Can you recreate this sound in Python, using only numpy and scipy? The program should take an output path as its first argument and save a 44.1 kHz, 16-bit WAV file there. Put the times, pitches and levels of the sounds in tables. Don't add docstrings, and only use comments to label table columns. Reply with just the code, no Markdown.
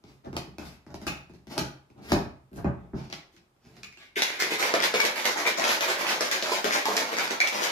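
import sys
import numpy as np
from scipy import signal
from scipy.fft import rfft, irfft, next_fast_len
from scipy.io import wavfile
from scipy.ndimage import uniform_filter1d

SR = 44100
rng = np.random.default_rng(int(sys.argv[2]) if len(sys.argv) > 2 else 0)


def boost(x):
    u = np.asarray(x, float) / 20
    return 10 ** u


def output_pcm(signal):
    pcm = np.clip(np.atleast_2d(signal).T, -1, 1) * 32767
    wavfile.write(sys.argv[1], SR, np.round(pcm).astype(np.int16))


N = 340011


def unit(x):
    return x / np.sqrt(np.mean(x ** 2) + 1e-20)


def along(points, hz):
    f, value = np.transpose(points)
    return np.interp(np.log(hz + 1), np.log(f + 1), value)


def over_time(points, s):
    return np.interp(s, *np.transpose(points))


def filtered(x, response):
    n = x.shape[-1]
    m = next_fast_len(n + 8192)
    return irfft(rfft(x, m) * response(np.fft.rfftfreq(m, 1 / SR)), m)[..., :n]


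def resonant(modes):
    def response(f):
        h = 0
        for k, (centre, width, db) in enumerate(modes):
            damping = 1j * f * width
            h = h + (-1) ** k * boost(db) * damping / (centre * centre - f * f + damping)
        return h / np.sqrt(np.mean(abs(h) ** 2))
    return response


def brittle(spectrum):
    def response(f):
        cepstrum = irfft(np.log(boost(along(spectrum, f)) + 1e-6))
        half = len(cepstrum) // 2
        fold = np.r_[1, np.full(half - 1, 2), 1, np.zeros(half - 1)]
        h = np.exp(rfft(cepstrum * fold))
        return h / np.sqrt(np.mean(abs(h) ** 2))
    return response


def grains(rate_hz, spread_db):
    struck = rng.random(N) < rate_hz / SR
    size = boost(spread_db * np.minimum(rng.exponential(size=N), 3))
    return unit(struck * rng.choice([-1, 1], N) * size)


def swells(starts, levels_db, rise, length):
    power, t = np.zeros(N + SR), np.arange(SR // 2) / SR
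    for s, db, up, hold in np.broadcast(starts, levels_db, rise, length):
        growth = 1 - np.exp(-(t / max(up, .001)) ** 2)
        shape = growth * np.exp(-(t / max(hold, .005)) ** 2)
        power[round(s * SR):][:len(t)] += (boost(db) * shape) ** 2
    return np.sqrt(power[:N])


def swelling(length, rise_s):
    return 1 - np.exp(-np.arange(length) / SR / rise_s)


def ring(hz, t60, glide=0):
    t = np.arange(SR // 8) / SR
    tone = np.sin(2 * np.pi * hz * (t + glide * t * t)) * boost(-60 * t / t60)
    return tone / np.linalg.norm(tone)


def add(track, s, sound):
    part = track[round(s * SR):][:len(sound)]
    part += sound[:len(part)]


def snaps(count, t60, chatter):
    dying = boost(-60 * np.arange(SR // 50) / SR / t60)
    rows = chatter * rng.standard_normal((count, SR // 50)) * dying
    rows[:, 0] = 1
    spectrum = rfft(rows)
    even = spectrum / uniform_filter1d(abs(spectrum), size=5, axis=1)
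    rows = irfft(even, SR // 50) * np.sqrt(dying)
    return rows / np.linalg.norm(rows, axis=1, keepdims=True)


def lid_ring(hz, scatter_db, overtones):
    modes = 0
    for (ratio, db, t60), scatter in zip(overtones, scatter_db):
        modes = modes + boost(db + scatter) * ring(hz * ratio, t60)
    return modes * swelling(len(modes), 0.00034)


def somewhere(hz, spread, count):
    return hz * np.exp(spread * np.clip(rng.standard_normal(count), -2, 2))


def lid_spots(count):
    return somewhere(hz=2280, spread=0.091, count=count)


# frequency in Hz, likeness (1 is the same, 0 unrelated).
LIKENESS = [(60, 0.78), (130, 0.95), (290, 0.95), (640, 0.33), (1410, -0.069), (3100, -0.023),
            (6820, 0.062), (15000, -0.029)]


def likeness_turn(hz):
    return np.arccos(np.clip(along(LIKENESS, hz), -1, 1)) / 2


# frequency in Hz, level in dB per Hz.
HUSH = [(18, -19), (40, 5.5), (250, 0), (900, -4), (1300, -7), (1600, -11.5), (4500, -19), (8000, -21.5),
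        (15500, -28)]


def air():
    def split(hz):
        return np.array([np.cos(likeness_turn(hz)), np.sin(likeness_turn(hz))])
    mid, side = filtered(rng.standard_normal((2, N)), split)
    ports = np.array([mid + side, mid - side])
    return boost(-69.5) * unit(filtered(ports, lambda hz: boost(along(HUSH, hz))))


# start in seconds, pressure in dB, hiss in dB, length in seconds.
SLIDES = [
    (0.029, -35.5, -46, 0.11),
    (0.606, -29.5, -32.5, 0.096),
    (1.938, -26.5, -66, 0.077),
    (2, -25, -33, 0.096),
    (2.071, -13.5, -23, 0.072),
    (2.562, -18, -57, 0.035),
    (2.722, -30.5, -65, 0.15),
    (3.31, -59, -46, 0.044),
    (3.584, -37, -46, 0.19),
    (3.725, -33.5, -45.5, 0.098),
]
# start in seconds, pressure in dB, hiss in dB, length in seconds.
TWISTS = [(0.229, -34.5, -45, 0.06), (0.334, -28, -36, 0.059), (0.585, -30, -33, 0.057),
          (0.866, -38.5, -51, 0.073), (0.983, -38.5, -37, 0.086), (1.31, -69, -50.5, 0.061),
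          (1.484, -29.5, -25.5, 0.073), (1.554, -23, -67, 0.03), (2.116, -13, -48, 0.046),
          (2.532, -40, -41.5, 0.05), (2.636, -19, -63, 0.041), (2.93, -33, -33, 0.08),
          (3.12, -43.5, -43, 0.078), (3.014, -41, -34.5, 0.047)]
# start in seconds, pressure in dB, hiss in dB, length in seconds.
SHIFTS = [
    (3.828, -42.5, -47, 0.023),
    (3.977, -39, -39, 0.066),
    (4.01, -56.5, -40, 0.049),
]
# pressure into desk, into cup wall and into lid in dB, hiss into skin fizz in dB.
RUB_REACH = [
    (-1.5, 3.5, -42, -37),
    (-3.5, -12.5, -30, -26.5),
    (-44, -5.5, 2.5, -37),
]


def rubs():
    rows = []
    for kind, (desk, wall, lid, fizz) in zip([TWISTS, SLIDES, SHIFTS], RUB_REACH):
        for s, press, hiss, length in kind:
            rows.append((s, hiss, hiss + fizz, press + desk, press + wall, press + lid, length))
    return rows


# time in seconds, weight on the desk in dB, click in dB.
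TOUCHES = [(0.039, -45, -56), (0.246, -48, -58), (0.2665, -35.5, -68), (0.329, -34, -52),
           (0.4716, -41.5, -74), (0.865, -42.5, -56), (0.9043, -46, -58), (1.0156, -38, -46.5),
           (1.2957, -44.5, -58), (1.3367, -47, -58), (1.4698, -41.5, -50), (1.506, -47.5, -65),
           (1.901, -51, -64), (1.979, -56, -61.5), (2.0953, -50, -51), (2.515, -45, -74),
           (2.5305, -40.5, -59), (2.5602, -39, -49.5), (3.3645, -57, -52), (3.563, -67, -73),
           (3.6502, -52, -63), (3.7662, -58, -50.5)]
# time in seconds, weight on the desk in dB, click in dB, lid ring in dB, lid pitch in Hz.
RAPS = [(0.3661, -35, -28.5, -41.5, 2264), (0.583, -37.5, -43.5, -51, 2595), (0.942, -37, -42, -74, 2330),
        (1.0671, -32, -26, -33.5, 2543), (1.5786, -29, -23, -35, 2370), (2.119, -17, -21.5, -33.5, 2517),
        (2.578, -33, -55, -67, 2800), (2.6442, -20, -54, -52.5, 2530), (2.9337, -27, -81, -76, 1940),
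        (3.1, -49.5, -44, -68, 2300), (3.126, -44.5, -30, -46, 1294), (3.8322, -67, -39.5, -41.5, 2462),
        (3.9247, -84, -53, -56, 2190), (3.9724, -65, -50.5, -53.5, 2690)]


def contacts():
    def wall(weight, click):
        sharpness = np.clip(click - weight, -59, 25)
        return weight + 0.23 * sharpness
    rows = []
    for s, weight, click, lid, hz in RAPS:
        rows.append((s, click, weight, wall(weight, click) - 3.5, lid, hz))
    for (s, weight, click), hz in zip(TOUCHES, lid_spots(len(TOUCHES))):
        rows.append((s, click, weight, wall(weight, click) - 12, click - 15.5, hz))
    return rows


# time in seconds, treble in dB.
SHADE = [
    (0, -5),
    (0.6, -2),
    (2.4, -4),
    (2.55, 10),
    (2.7, -16),
    (2.92, -10.5),
    (4.2, -5),
]


def shaded(x):
    treble = filtered(x, lambda f: 1 / (1 + (7300 / (f + 1)) ** 8))
    gain = boost(over_time(SHADE, np.arange(N) / SR))
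    return x + (gain - 1) * treble


# frequency in Hz, level in dB per Hz.
RAP_COLOUR = [(650, -63), (1100, -6.5), (2470, -4.5), (3250, -9.5), (5180, -6.5), (8430, -19.5),
              (11500, -17), (15500, -26)]
# frequency in Hz, width in Hz, level in dB.
DESK_MODES = [(71.5, 16.5, -5), (132.9, 9.9, 0), (177, 33, 1), (215, 88, -1), (359, 163, -5),
              (426, 56, -3.5)]
# frequency in Hz, width in Hz, level in dB.
HELD_CUP_MODES = [(294, 103, 1.5), (653, 124, 1), (830, 115, 1.5), (1540, 750, -10)]
# frequency in Hz, width in Hz, level in dB.
LID_MODES = [(1630, 490, -7), (2290, 340, -0.5), (3700, 550, -9)]
# ratio to its pitch, level in dB, time to fall 60 dB in seconds.
DRY_LID_OVERTONES = [(1, 3.5, 0.016), (1.004, -5, 0.11), (1.63, -18, 0.05), (2.3, -26, .015),
                     (2.799, -9.5, 0.034)]
# frequency in Hz, width in Hz, level in dB.
SKIN_FIZZ = [(6700, 1300, 4.5), (11950, 3900, 2)]


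def handling():
    s, hiss_db, fizz_db, desk_db, wall_db, lid_db, length = np.transpose(rubs())

    def rub(db):
        return swells(s, db, 0.37 * length, length) * grains(rate_hz=4000, spread_db=3.0)

    crack, desk, wall = rub(hiss_db - 15.5), rub(desk_db - 14.5), rub(wall_db - 10.5)
    lid = np.zeros(N)
    push = np.hanning(round(0.00097 * SR))
    taps = contacts()
    strikes = snaps(len(taps), t60=0.019, chatter=0.5)
    scatters = rng.standard_normal((len(taps), len(DRY_LID_OVERTONES)))
    for tap, snap, scatter in zip(taps, strikes, scatters):
        at, crack_db, thud_db, knock_db, ring_db, ring_hz = tap
        add(crack, at, boost(crack_db + 24.0) * snap)
        add(desk, at, boost(thud_db + 1) * push)
        add(wall, at, boost(knock_db + 33) * np.ones(1))
        add(lid, at, boost(ring_db + 24.5) * lid_ring(ring_hz, 0.7 * scatter, DRY_LID_OVERTONES))

    lid = lid + filtered(rub(lid_db - 10.5), resonant(LID_MODES))
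    lid = lid + filtered(rub(fizz_db), resonant(SKIN_FIZZ))
    clicks = shaded(filtered(crack, brittle(RAP_COLOUR)))
    thuds = filtered(desk, resonant(DESK_MODES))
    wall = filtered(wall, resonant(HELD_CUP_MODES))
    wall = filtered(wall, lambda f: 1 / (1 + 1j * f / 2600) ** 4)
    return clicks + thuds + wall + lid


# time in seconds, level in dB,
# pitch in Hz, climb of the pitch per second, time to fall 60 dB in seconds.
CLEAR_NOTES = [(3.34, -47, 342, 0.085, .3), (3.408, -55, 356, 0.12, .15), (3.973, -51, 372, .1, .25),
               (4.1663, -17.5, 400, .5, 0.082), (4.198, -26, 398, .5, 0.031), (4.739, -8.5, 497, 4, 0.026),
               (4.942, -20, 416, 2, .05), (5.582, -17, 583, 10, 0.23), (6.208, -19.5, 468, 3.1, 0.074),
               (6.516, -19, 413, 2.5, 0.038), (6.6444, -13, 385, 0.79, 0.046), (6.66, -13, 616, 2.2, 0.028),
               (6.86, -14.5, 816, 2.9, 0.11), (7.309, -22, 405, 5.7, 0.069)]


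def clear_notes():
    out = np.zeros(N)
    for s, db, hz, climb, t60 in CLEAR_NOTES:
        note = ring(hz, t60, climb)
        add(out, s, boost(db + 18.5) * note * swelling(len(note), 0.0027))
    return out


# start in seconds, force in dB, ticks in dB, length in seconds.
TO_BASE = [(4.1515, -26.5, -20.5, 0.11), (4.385, -26, -23, 0.088), (4.577, -23.5, -23.5, 0.12),
           (4.73, -34, -23.5, 0.12), (4.9273, -25, -19, 0.076), (5.1455, -26.5, -24.5, 0.089),
           (5.36, -23.5, -25, 0.064), (5.557, -26.5, -26, 0.19), (5.799, -27.5, -25.5, 0.17),
           (5.9775, -25, -25, 0.084), (6.19, -25.5, -30, 0.093), (6.425, -28.5, -46, 0.16),
           (6.633, -29, -26, 0.096), (6.845, -30, -57, 0.19), (7.061, -36.5, -38, 0.1),
           (7.2895, -30, -30, 0.064), (7.512, -29.5, -38, 0.18)]
# start in seconds, force in dB, ticks in dB, length in seconds.
TO_LID = [(4.238, -39.5, -30, 0.27), (4.492, -21, -16.5, 0.052), (4.641, -20, -23, 0.026),
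          (4.812, -14, -14, 0.041), (5.011, -23.5, -28, 0.079), (5.228, -20, -43, 0.076),
          (5.44, -16, -12, 0.047), (5.665, -19, -30, 0.076), (5.8646, -17, -24, 0.043),
          (6.062, -19.5, -21, 0.077), (6.099, -30, -15, 0.031), (6.298, -24, -24.5, 0.08),
          (6.502, -19.5, -23, 0.064), (6.704, -20, -44, 0.058), (6.737, -25, -19, 0.071),
          (6.9681, -24, -28, 0.05), (7.111, -16.5, -11, 0.02), (7.157, -24, -25, 0.1),
          (7.41, -28, -21, 0.066), (7.605, -17.5, -24, 0.048), (7.675, -27, -16, 0.044)]
# time in seconds, level in dB.
SWING = [
    (4.14, -8),
    (4.45, -1),
    (4.9, 0),
    (6.7, -1),
    (7.0, -0.5),
    (7.7, -1.5),
]


def surges():
    rows = []
    # its throws, knock in dB at a usual force, rise in seconds
    for throws, knock, rise in [(TO_BASE, -30.5, 0.0095), (TO_LID, -28.5, 0.018)]:
        usual = np.mean(np.transpose(throws)[1])
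        for s, force, ticks, length in throws:
            wall = knock + 0.64 * (force - usual) + over_time(SWING, s)
            rows.append((s, force, wall, ticks, rise, length))
    return rows


# frequency in Hz, level in dB per Hz.
ICE_CRACK = [(880, -36), (1500, -7), (2240, -8), (2780, -11), (5040, -11), (6560, -13.5), (8460, -26.5),
             (11000, -22.5), (14600, -28.5), (15500, -28.5)]
# frequency in Hz, width in Hz, level in dB.
FILLED_CUP_MODES = [(365, 295, -7.5), (603, 268, -2), (890, 350, -2), (1237, 830, -7.5)]


def tumbling():
    s, splash_db, wall_db, lid_db, rise, length = np.transpose(surges())
    spray = swells(s, splash_db - 5.5, rise, length) * grains(rate_hz=1300, spread_db=5.0)
    knocks = swells(s, wall_db + 1, rise, 1.03 * length) * grains(rate_hz=350, spread_db=4.0)
    ticks = swells(s, lid_db - 10.0, rise, length) * grains(rate_hz=260, spread_db=1.5)
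    spray = filtered(spray, brittle(ICE_CRACK))
    knocks = filtered(knocks, resonant(FILLED_CUP_MODES))
    return spray + knocks + filtered(ticks, resonant(LID_MODES))


# time in seconds, crack in dB, thump in dB, thump pitch in Hz.
THUMPS = [(4.166, -34, -32, 388), (4.2002, -31, -36, 412), (4.3014, -30, -31.5, 370),
          (4.424, -48, -29, 370), (4.5191, -25, -20, 427), (4.7387, -14.5, -10.5, 616),
          (4.9401, -18.5, -16, 460), (5.0505, -12, -22, 638), (5.254, -33, -22.5, 640),
          (5.3598, -28, -20, 860), (5.5804, -31.5, -28, 590), (5.808, -16.5, -23, 540),
          (5.9914, -35, -24.5, 625), (6.113, -27.5, -38, 980), (6.2079, -11.5, -14.5, 588),
          (6.3131, -9.5, -26, 1024), (6.4245, -16.5, -18, 594), (6.4586, -20, -36, 890),
          (6.521, -27.5, -20.5, 1000), (6.6431, -12.5, -15.5, 407), (6.6653, -32, -21, 626),
          (6.855, -15, -17, 1080), (6.8837, -22, -18.5, 446), (6.9665, -9.5, -27, 422),
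          (7.1282, -30, -21, 469), (7.1854, -35, -27, 650), (7.3079, -18, -20, 408),
          (7.4484, -25, -25, 593), (4.8233, -42, -40, 880), (4.6268, -33.5, -26, 420)]
# time in seconds, crack in dB, ring in dB, ring pitch in Hz.
CLACKS = [(4.22, -8, -27.5, 1970), (4.4012, -13, -15, 2130), (4.422, -30, -22, 1880),
          (4.6034, -20, -40, 2310), (4.6261, -13, -16.5, 2150), (4.8257, -31, -25, 2010),
          (5.003, -13.5, -21.5, 2240), (5.254, -13, -17.5, 2120), (5.4652, -26, -11.5, 2280),
          (5.6222, -23, -35, 2420), (5.6403, -13, -23, 2540), (5.7174, -29, -35, 2250),
          (5.9044, -25, -22, 2180), (6.0675, -19, -36, 1850), (6.708, -35, -28, 2230),
          (7.052, -29, -21, 2200), (7.1854, -23, -23, 2260), (7.4025, -13.5, -9, 2295),
          (7.473, -13.5, -40, 2280), (7.6394, -18, -26, 2260)]


def blows():
    rows = []
    for (s, crack, db, hz), spot in zip(THUMPS, lid_spots(len(THUMPS))):
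        rows.append((s, crack, db, hz, db - 17.5, spot))
    pockets = somewhere(hz=686, spread=0.36, count=len(CLACKS))
    for (s, crack, db, hz), pocket in zip(CLACKS, pockets):
        rows.append((s, crack, db - 16.5, pocket, db, hz))
    return rows


# ratio to its pitch, level in dB, time to fall 60 dB in seconds.
WET_LID_OVERTONES = [(1, 0, 0.017), (1.85, -19, 0.027), (2.25, -16, 0.006), (2.8, -19, 0.018)]


def cubes():
    crack, knock, tones = np.zeros((3, N))
    hits = blows()
    strikes = snaps(len(hits), t60=0.023, chatter=0.25)
    scatters = rng.standard_normal((len(hits), len(WET_LID_OVERTONES)))
    for hit, snap, scatter in zip(hits, strikes, scatters):
        s, crack_db, thump_db, thump_hz, lid_db, lid_hz = hit
        add(crack, s, boost(crack_db + 15.5) * snap)
        add(knock, s, boost(thump_db + 12) * np.ones(1))
        add(tones, s, boost(thump_db + 17.5) * ring(thump_hz, 0.041, glide=3.1))
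        add(tones, s, boost(lid_db + 19.0) * lid_ring(lid_hz, 3 * scatter, WET_LID_OVERTONES))
    return filtered(crack, brittle(ICE_CRACK)) + filtered(knock, resonant(FILLED_CUP_MODES)) + tones


# time in seconds, level in dB, pitch in Hz.
LID_TICKS = [(4.1772, -26, 2190), (4.2212, -16, 2080), (4.3026, -31, 1830), (4.4224, -15, 2020),
             (4.4688, -21, 2080), (4.6044, -30, 2310), (4.8029, -18, 2110), (4.826, -24, 2200),
             (4.851, -22, 1800), (5.0017, -17, 2130), (5.0508, -28, 1950), (5.2546, -28, 2050),
             (5.5972, -20.5, 2420), (5.6206, -22, 1770), (5.474, -22, 2240), (5.6407, -23, 2280),
             (5.7176, -24, 2220), (5.8287, -28, 2600), (6.0677, -26, 2570), (6.2881, -28, 2240),
             (6.4158, -33, 2200), (6.7083, -20, 1980), (6.978, -18, 2160), (7.1682, -24, 2040),
             (7.1858, -23.5, 2250), (7.2779, -26, 2070), (7.5974, -25, 2200), (7.6707, -22, 2210)]


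def lid_ticks():
    out, t60 = np.zeros(N), .006
    for s, db, hz in LID_TICKS:
        tick = ring(hz, t60) + 0.45 * ring(2.35 * hz, 0.49 * t60)
        add(out, s, boost(db + 19) * tick)
    return out


def smears():
    level = boost(-1)
    dying = boost(-60 * np.arange(SR // 300) / SR / 0.0028)
    fuzz = signal.lfilter([1, -1], [1, -.85], rng.standard_normal((2, len(dying))) * dying)
    fuzz = level * fuzz / np.linalg.norm(fuzz, axis=1, keepdims=True)
    direct = np.arange(len(dying)) == 0
    return (fuzz + direct) / np.sqrt(1 + level ** 2)


# delay in seconds, level in dB.
ECHOES = [
    (0, 3.5),
    (.0012, -20),
    (.0031, -11.5),
    (.0088, -6),
    (0.0138, -7),
    (.019, -18.5),
]
# frequency in Hz, time to fall 60 dB in seconds.
ROOM_DECAY = [(60, 0.57), (160, 0.42), (420, 0.41), (1100, 0.44), (2910, 0.4), (7680, 0.3)]
# frequency in Hz, level in dB.
WET = [(100, 3), (400, -4), (1000, -.6), (4000, .6), (12000, -.6)]


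def room(x):
    heard, hop, span = np.zeros((2, N + 2 * SR)), SR // 12, 3 * SR // 5
    padded, fade = np.pad(x, (hop, 2 * hop)), np.hanning(2 * hop + 1)[:-1]
    delay, echo_db = np.transpose(ECHOES)
    hz, t, _ = signal.stft(np.zeros(span), SR, nperseg=512, noverlap=384)
    decay = boost(-60 * t / along(ROOM_DECAY, hz)[:, None])
    decay = decay + 1.86 * boost(-60 * t / 0.053)
    turn, wet = likeness_turn(hz)[:, None], boost(along(WET, hz))[:, None]
    for start in range(0, N + hop, hop):
        z = rng.standard_normal((2, *decay.shape)) + 1j * rng.standard_normal((2, *decay.shape))
        z = z * decay
        a, b = even_bands(z, wet)
        mid, side = np.cos(turn) * a, np.sin(turn) * b
        tail = signal.istft(np.array([mid + side, mid - side]), SR, nperseg=512, noverlap=384)[1]
        tail = tail * swelling(tail.shape[1], .007)
        loudness = np.sqrt(2 * np.mean(wet ** 2) / np.sum(tail ** 2))
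        tail = np.pad(tail, ((0, 0), (SR // 500, 0))) * loudness
        lag = np.r_[.00022, np.zeros(len(delay) - 1)] + .00013 * rng.standard_normal(len(delay))
        for port, (late, smear) in enumerate(zip([-lag / 2, lag / 2], smears())):
            for at, db in zip(abs(delay + .0004 + late), echo_db):
                add(tail[port], at, boost(db - 6.5) * smear)
        piece = signal.fftconvolve(padded[None, start:start + 2 * hop] * fade, tail, axes=1)
        heard[:, start:start + piece.shape[1]] += piece
    return heard[:, hop:hop + N]


def even_bands(z, wet):
    return wet * z / np.linalg.norm(z, axis=2, keepdims=True)


def in_mid_air(x):
    def small(f):
        return (1j * f / 190) ** 3 / (1 + 1j * f / 190) / (1 + 1j * f / 210 - (f / 190) ** 2)
    return filtered(x, small)


def scene():
    facing = in_mid_air(clear_notes() + lid_ticks())
    arrivals = [np.roll(facing, round(late * SR)) for late in (.0003, .0005)]
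    straight = boost(-5) * np.array(arrivals)
    shaking = in_mid_air(tumbling() + cubes())
    return room(handling() + shaking + boost(-4) * facing) + straight + air()


def top_cut(x):
    return signal.sosfilt(signal.butter(12, 16420, fs=SR, output="sos"), x)


# frequency in Hz, left minus right in dB.
PORT_COLOUR = [(60, 4), (110, -3.5), (200, 1), (380, 2), (700, -1.5), (1290, -1), (2380, -0.5), (4400, 1),
               (8120, 0.5), (15000, -7.5)]


def record(dry):
    def colour(hz):
        edge = 1 / (1 + np.exp(np.clip((hz - 15450) / 70, -50, 50)))
        return boost(along(PORT_COLOUR, hz) * np.array([[.5], [-.5]])) * edge
    rounded = 0.71 * np.tanh(dry / 0.66)
    ports = filtered(rounded, colour)
    return top_cut(ports)


dry = scene()
out = record(dry)
output_pcm(out)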